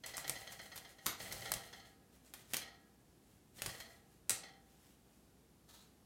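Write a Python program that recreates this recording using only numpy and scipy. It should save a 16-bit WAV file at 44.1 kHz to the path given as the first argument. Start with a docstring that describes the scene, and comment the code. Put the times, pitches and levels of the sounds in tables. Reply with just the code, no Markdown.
"""A cockatiel beats its wings, clinging to the top of a wire cage in a small room.
The feathers swish, push soft puffs of air and slap the wires; the shaken cage rattles and its bars ring.
At the end the bird folds its wings and ruffles its plumage over a low room rumble."""
import sys
import numpy as np
from scipy import signal
from scipy.fft import rfft, irfft, next_fast_len
from scipy.io import wavfile

SR = 44100
rng = np.random.default_rng(int(sys.argv[2]) if len(sys.argv) > 2 else 0)


def pcm_store(signal):
    """Save signal as 16-bit PCM."""
    levels = np.round(np.clip(np.atleast_2d(signal), -1, 1) * 32767)
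    wavfile.write(sys.argv[1], SR, levels.astype(np.int16).T)


N = 266849
TIME_S = np.arange(N) / SR


# start_s, end_s, period_s, growth_s_per_beat, rattle_lead_s, rattle_re_swish_db
FLAP_BOUTS = [(0.088, 1.08, 0.101, 0.005, 0.053, 17.5), (1.222, 1.93, 0.108, 0, 0.022, 12.5),
              (2.15, 2.6, 0.123, 0, 0.01, 1), (3.585, 3.95, 0.106, 0, 0.002, 11.5)]
# time_s, swish_db
BEAT_EFFORT = [(0.08, -58.5), (0.3, -57.5), (0.76, -61.5), (1.03, -69), (1.22, -52.5), (1.44, -55),
               (1.88, -70), (2.15, -72), (2.52, -61), (3.58, -60), (3.69, -55), (3.9, -70)]

def wingbeats():
    """Even or slowing strokes that rock the cage. Rows: time_s, swish_db, rattle_s, rattle_db."""
    full_effort_db = -52
    rows = []
    for s, end_s, period_s, growth_s, lead_s, rattle_db in FLAP_BOUTS:
        while s < end_s:
            down_db = np.interp(s, *np.transpose(BEAT_EFFORT))
            up_db = down_db - 3 + 0.6 * (down_db - full_effort_db)  # upstrokes fade faster
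            for stroke_s, db in [(s, down_db), (s + period_s / 2, up_db)]:
                rows.append((stroke_s, db, stroke_s - lead_s, db + rattle_db))
            s += period_s
            period_s += growth_s
    return rows


# peak_s, puff_db, half_length_s
HEAVY_DOWNSTROKES = [(0.295, -55, 0.02), (1.072, -51, 0.016), (1.36, -56.5, 0.06), (1.535, -52, 0.03),
                     (2.564, -59.5, 0.036), (3.637, -53, 0.015), (3.672, -50, 0.014), (4.32, -60, 0.02)]
# peak_s, swish_db, half_length_s
WING_FOLDS = [(3.31, -77.5, 0.059), (3.95, -72, 0.03), (4.12, -77, 0.04), (4.71, -76.5, 0.043),
              (4.85, -73.5, 0.069), (5.15, -79.5, 0.09)]
# freq_hz, density_db
SWISH_SPECTRUM = [(150, -22.5), (500, 0), (1200, -2.5), (2800, 1), (5000, -1.5), (8000, 1.5), (13000, -2.5),
                  (16000, -5.5)]

def wing_swish(half_length_s=0.022):
    """Vanes brush through the air and over each other as the wings beat and fold."""
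    beats = [(s, db, half_length_s) for s, db, _, _ in wingbeats()]
    heavy = [(s, puff_db - 5, half_s) for s, puff_db, half_s in HEAVY_DOWNSTROKES]
    return swells(beats + heavy + WING_FOLDS) * noise(SWISH_SPECTRUM, grain_db=4.0)


# freq_hz, density_db
PUFF_SPECTRUM = [(20, -8), (45, -4), (110, 1.5), (180, -4), (280, -13), (550, -9), (1200, -29.5)]

def air_puffs(half_length_s=0.025):
    """Each stroke pushes a soft thud of air."""
    beats = [(s, swish_db - 5, half_length_s) for s, swish_db, _, _ in wingbeats()]
    air = swells(beats + HEAVY_DOWNSTROKES) * noise(PUFF_SPECTRUM)
    return air + amp(-7) * echo(air)


# freq_hz, gain_db
CRACK_SPECTRUM = [(60, -8), (180, -2), (350, -3.5), (700, -1), (2000, -0.5), (4000, -1.5), (8000, -0.5),
                  (13000, -1.5), (16000, -9)]
# start_s, strength_db, bright_hz, bright_db, body_db, echo_trim_db
WING_SLAPS = [(0.062, -27.5, 7040, 0.5, -1, 4), (0.169, -24, 8500, 6.5, -2.5, 3),
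              (0.180, -25, 7000, 4.5, 2.5, 0), (0.279, -26, 6000, 1.5, 0, -3.5),
              (0.2958, -16, 7500, 4.5, 2.5, -2.5), (0.522, -32.5, 9000, 1.5, 2, -0.5),
              (0.759, -30, 12500, 3, -1, 2), (0.777, -30, 4960, 3, -1, -2.5), (1.061, -22, 1000, 4.5, 3, 2),
              (1.065, -14.5, 1300, 3.5, 6, 4), (1.325, -24.5, 6500, 3.5, -1.5, -1),
              (1.5186, -14.5, 5000, 3, -3, -5), (1.5386, -19, 6770, 2, -3, -3),
              (2.338, -30, 3040, 1.5, 3.5, 1), (2.5355, -18, 11000, 0.5, -1.5, 1),
              (2.543, -18, 6500, 2, 3.5, -1.5), (2.568, -19, 5900, 3.5, -1, 0),
              (3.620, -20.5, 2700, 6, -3, -0.5), (3.6618, -21.5, 7800, 2.5, 5, 0),
              (3.802, -33, 4070, 1, 2, 2), (4.2955, -12, 8150, 7, -2, 3), (4.306, -14.5, 7900, 8, 1, 1)]

def wing_slaps(t, tones, square_hit_db=-14, ring_db=-16):
    """A quill cracks on a wire, the neighbouring feathers clatter after it and the bars ring."""
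    track = np.zeros(N)
    for s, db, bright_hz, bright_db, body_db, echo_trim_db in WING_SLAPS:
        def colour_db(hz):
            """A stiff tip favours one pitch region; the flat of the wing adds low body."""
            tip_db = bright_db * np.exp(-(np.log2((hz + 1) / bright_hz) / 0.43) ** 2)
            return along(CRACK_SPECTRUM, hz) + tip_db + body_db / (1 + (hz / 1500) ** 2)

        graze_db = max(square_hit_db - db, 0)  # weaker slaps graze and clatter more
        clatter_s = 0.0045 + 0.0003 * graze_db
        crack = burst(coloured(rng.standard_normal(len(t)) * np.exp(-t / 0.0004), colour_db))
        clatter = burst(coloured(contacts(t, clatter_s, spread_db=4.0), colour_db))
        hit = burst(crack + amp(-3 + 0.5 * graze_db) * clatter)
        slap = hit + amp(echo_trim_db - 5) * echo(hit) + amp(ring_db) * bar_ring(tones)
        add(track, s, amp(db - 9) * slap)
    return track


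# start_s, strength_db, rocking_period_s
CAGE_JOLTS = [(1.453, -36.5, 0.108), (1.727, -44, 0.068), (2.613, -42.5, 0.064), (3.8, -44, 0.058),
              (4.432, -44.5, 0.05)]
# freq_hz, gain_db
BUZZ_SPECTRUM = [(200, -13), (700, -2), (1050, -11), (1350, -7), (1650, -11), (1980, 5), (2450, -14),
                 (2900, -9), (3250, 0), (3720, -14), (4250, 0.5), (4700, -12), (5150, -7), (5700, -16),
                 (6300, -6.5), (7000, -20), (15000, -28)]

def cage_rattles(t, tones, rebound_loss_db=9):
    """At every wingbeat and rebound, wire buzzes against wire and leaves the bars ringing."""
    track = np.zeros(N)
    attack = 1 - np.exp(-t / 0.0035)
    beats = [(s, db) for _, _, s, db in wingbeats()]
    rebounds = [(s + k * period_s, db - k * rebound_loss_db)
                for s, db, period_s in CAGE_JOLTS for k in range(3)]
    for s, db in beats + rebounds:
        chatter = attack * contacts(t, length_s=0.013, spread_db=3.5)
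        buzz = burst(coloured(chatter, lambda hz: along(BUZZ_SPECTRUM, hz)))
        rattle = amp(2.5) * buzz + amp(-1.5) * echo(buzz) + amp(2) * attack * bar_ring(tones)
        add(track, s, amp(db) * rattle)
    return track


# pitch_hz, spread_hz, relative_db, t60_s
BAR_FAMILIES = [(478, 14, -10, 1.2), (685.6, 54, -2.5, 0.7), (782, 16, -4.5, 1.24), (1327, 70, -8, 0.82),
                (1669, 14, -12, 1.4), (1883, 20, 0.5, 0.58), (2012, 120, 1, .45), (3120, 60, -1, .4),
                (3354, 120, -3.5, .4), (4164, 57, 0, 0.37), (4420, 220, -6.5, .3), (5180, 240, -8.5, .3),
                (6160, 110, -8.5, 0.35)]

def bar_tones(t, bars_per_family=7):
    """One decaying complex tone per bar; nearly equal bars are slightly out of tune."""
    return np.array([amp(db - 60 * t / t60_s) * np.exp(2j * np.pi * (hz + spread_hz * offset) * t)
                     for hz, spread_hz, db, t60_s in BAR_FAMILIES
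                     for offset in np.linspace(-1, 1, bars_per_family)
                     + rng.normal(0, 0.104, bars_per_family)])


def bar_ring(tones):
    """Each blow shares itself out anew among the bars."""
    shares = rng.standard_normal(len(tones)) + 1j * rng.standard_normal(len(tones))
    return burst((shares @ tones).real)


# time_s, level_db
RUFFLE_ENVELOPE = [(5.66, -100), (5.69, -64), (5.73, -69), (5.742, -60), (5.78, -70), (5.83, -71.5),
                   (5.92, -88.5)]
# freq_hz, density_db
RUFFLE_SPECTRUM = [(200, -12), (700, -1), (2000, -5.5), (3000, -6.5), (3900, 2.5), (5200, -6.5),
                   (6600, -1.5), (9000, -7.5), (14000, -8.5), (16000, -13)]

def plumage_ruffle():
    """Plumage shaken out in a short, grainy rustle."""
    level_db = np.interp(TIME_S, *np.transpose(RUFFLE_ENVELOPE), left=-120, right=-120)
    return amp(level_db) * noise(RUFFLE_SPECTRUM, grain_db=3.5)


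# freq_hz, t60_s
ROOM_DECAY = [(150, 0.39), (1000, 0.44), (4000, 0.39), (8000, 0.27), (15000, .2)]

def echo(x):
    """Room reverberation from a unit-energy tail; the treble dies first."""
    hz, t, spectra = signal.stft(rng.standard_normal(SR // 2), SR, nperseg=256)
    decay = amp(-60 * t / along(ROOM_DECAY, hz)[:, None])
    tail = signal.istft(spectra * decay, SR, nperseg=256)[1]
    tail *= 1 - np.exp(-np.arange(len(tail)) / SR / 0.0021)
    return signal.fftconvolve(x, tail / np.linalg.norm(tail))[:len(x)]


# freq_hz, density_db
RUMBLE_SPECTRUM = [(15, -51.5), (25, -21.5), (48, -8.5), (123, -5.5), (200, -5), (439, -12), (560, -18.5),
                   (775, -17.5), (936, -22.5), (1700, -26), (2410, -28), (12200, -30), (16000, -37.5)]

def room_tone(hum_hz=60.5):
    """Low rumble and faint hiss with a trace of mains hum."""
    return amp(-67.5) * noise(RUMBLE_SPECTRUM) + amp(-74.5) * np.sin(2 * np.pi * hum_hz * TIME_S)


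def swells(rows):
    """Bell-shaped envelopes summed in power."""
    return np.sqrt(sum(amp(db) ** 2 * np.exp(-((TIME_S - s) / half_s) ** 2) for s, db, half_s in rows))


def contacts(t, length_s, spread_db):
    """A dying shower of tiny contacts of very unequal size."""
    sizes = np.repeat(amp(spread_db * rng.standard_normal(len(t))), 8)[:len(t)]
    return rng.standard_normal(len(t)) * sizes * np.exp(-(t / length_s) ** 2)


def noise(spectrum, grain_db=0):
    """Coloured noise of rms 1, optionally in millisecond grains."""
    count = N // 40 + 2
    grains = np.interp(TIME_S, np.arange(count) * 40 / SR, rng.standard_normal(count))
    x = coloured(rng.standard_normal(N) * amp(grain_db * grains), lambda hz: along(spectrum, hz))
    return x / np.sqrt(np.mean(x ** 2) + 1e-20)


def coloured(x, gain_db):
    """Minimum-phase filter with response gain_db(hz)."""
    m = 2 * next_fast_len(len(x))
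    cepstrum = irfft(np.log(amp(gain_db(np.fft.rfftfreq(m, 1 / SR)))), m)
    cepstrum[1:m // 2] *= 2
    cepstrum[m // 2 + 1:] = 0
    return irfft(rfft(x, m) * np.exp(rfft(cepstrum)), m)[:len(x)]


def along(points, hz):
    """Interpolate on a log frequency axis."""
    freq_hz, values = np.transpose(points)
    return np.interp(np.log(hz + 1), np.log(freq_hz + 1), values)


def burst(x):
    """Scale to the energy of 1 ms at rms 1."""
    return x * np.sqrt(SR / 1000 / (np.sum(x ** 2) + 1e-20))


def amp(db):
    """Decibels to gain."""
    return 10 ** (np.asarray(db) / 20)


def add(track, start_s, x):
    """Mix x into the track."""
    span = track[max(round(start_s * SR), 0):][:len(x)]
    span += x[:len(span)]


def scene():
    """Bird, cage and room in mono."""
    t = TIME_S[:SR]
    tones = bar_tones(t)
    cage = wing_slaps(t, tones) + cage_rattles(t, tones)
    feathers = wing_swish() + plumage_ruffle()
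    return (cage + feathers + amp(-1.5) * echo(feathers) + air_puffs() + room_tone())[None]


def record(dry, low_cut_hz=26, top_hz=16200):
    """The microphone sheds the deepest rumble and everything above its band limit."""
    m = next_fast_len(N + SR // 2)
    hz = np.fft.rfftfreq(m, 1 / SR)
    response = hz ** 4 / (hz ** 4 + low_cut_hz ** 4) * (hz < top_hz)
    return irfft(rfft(dry, m) * response, m)[..., :N]


dry = scene()
out = record(dry)
pcm_store(out)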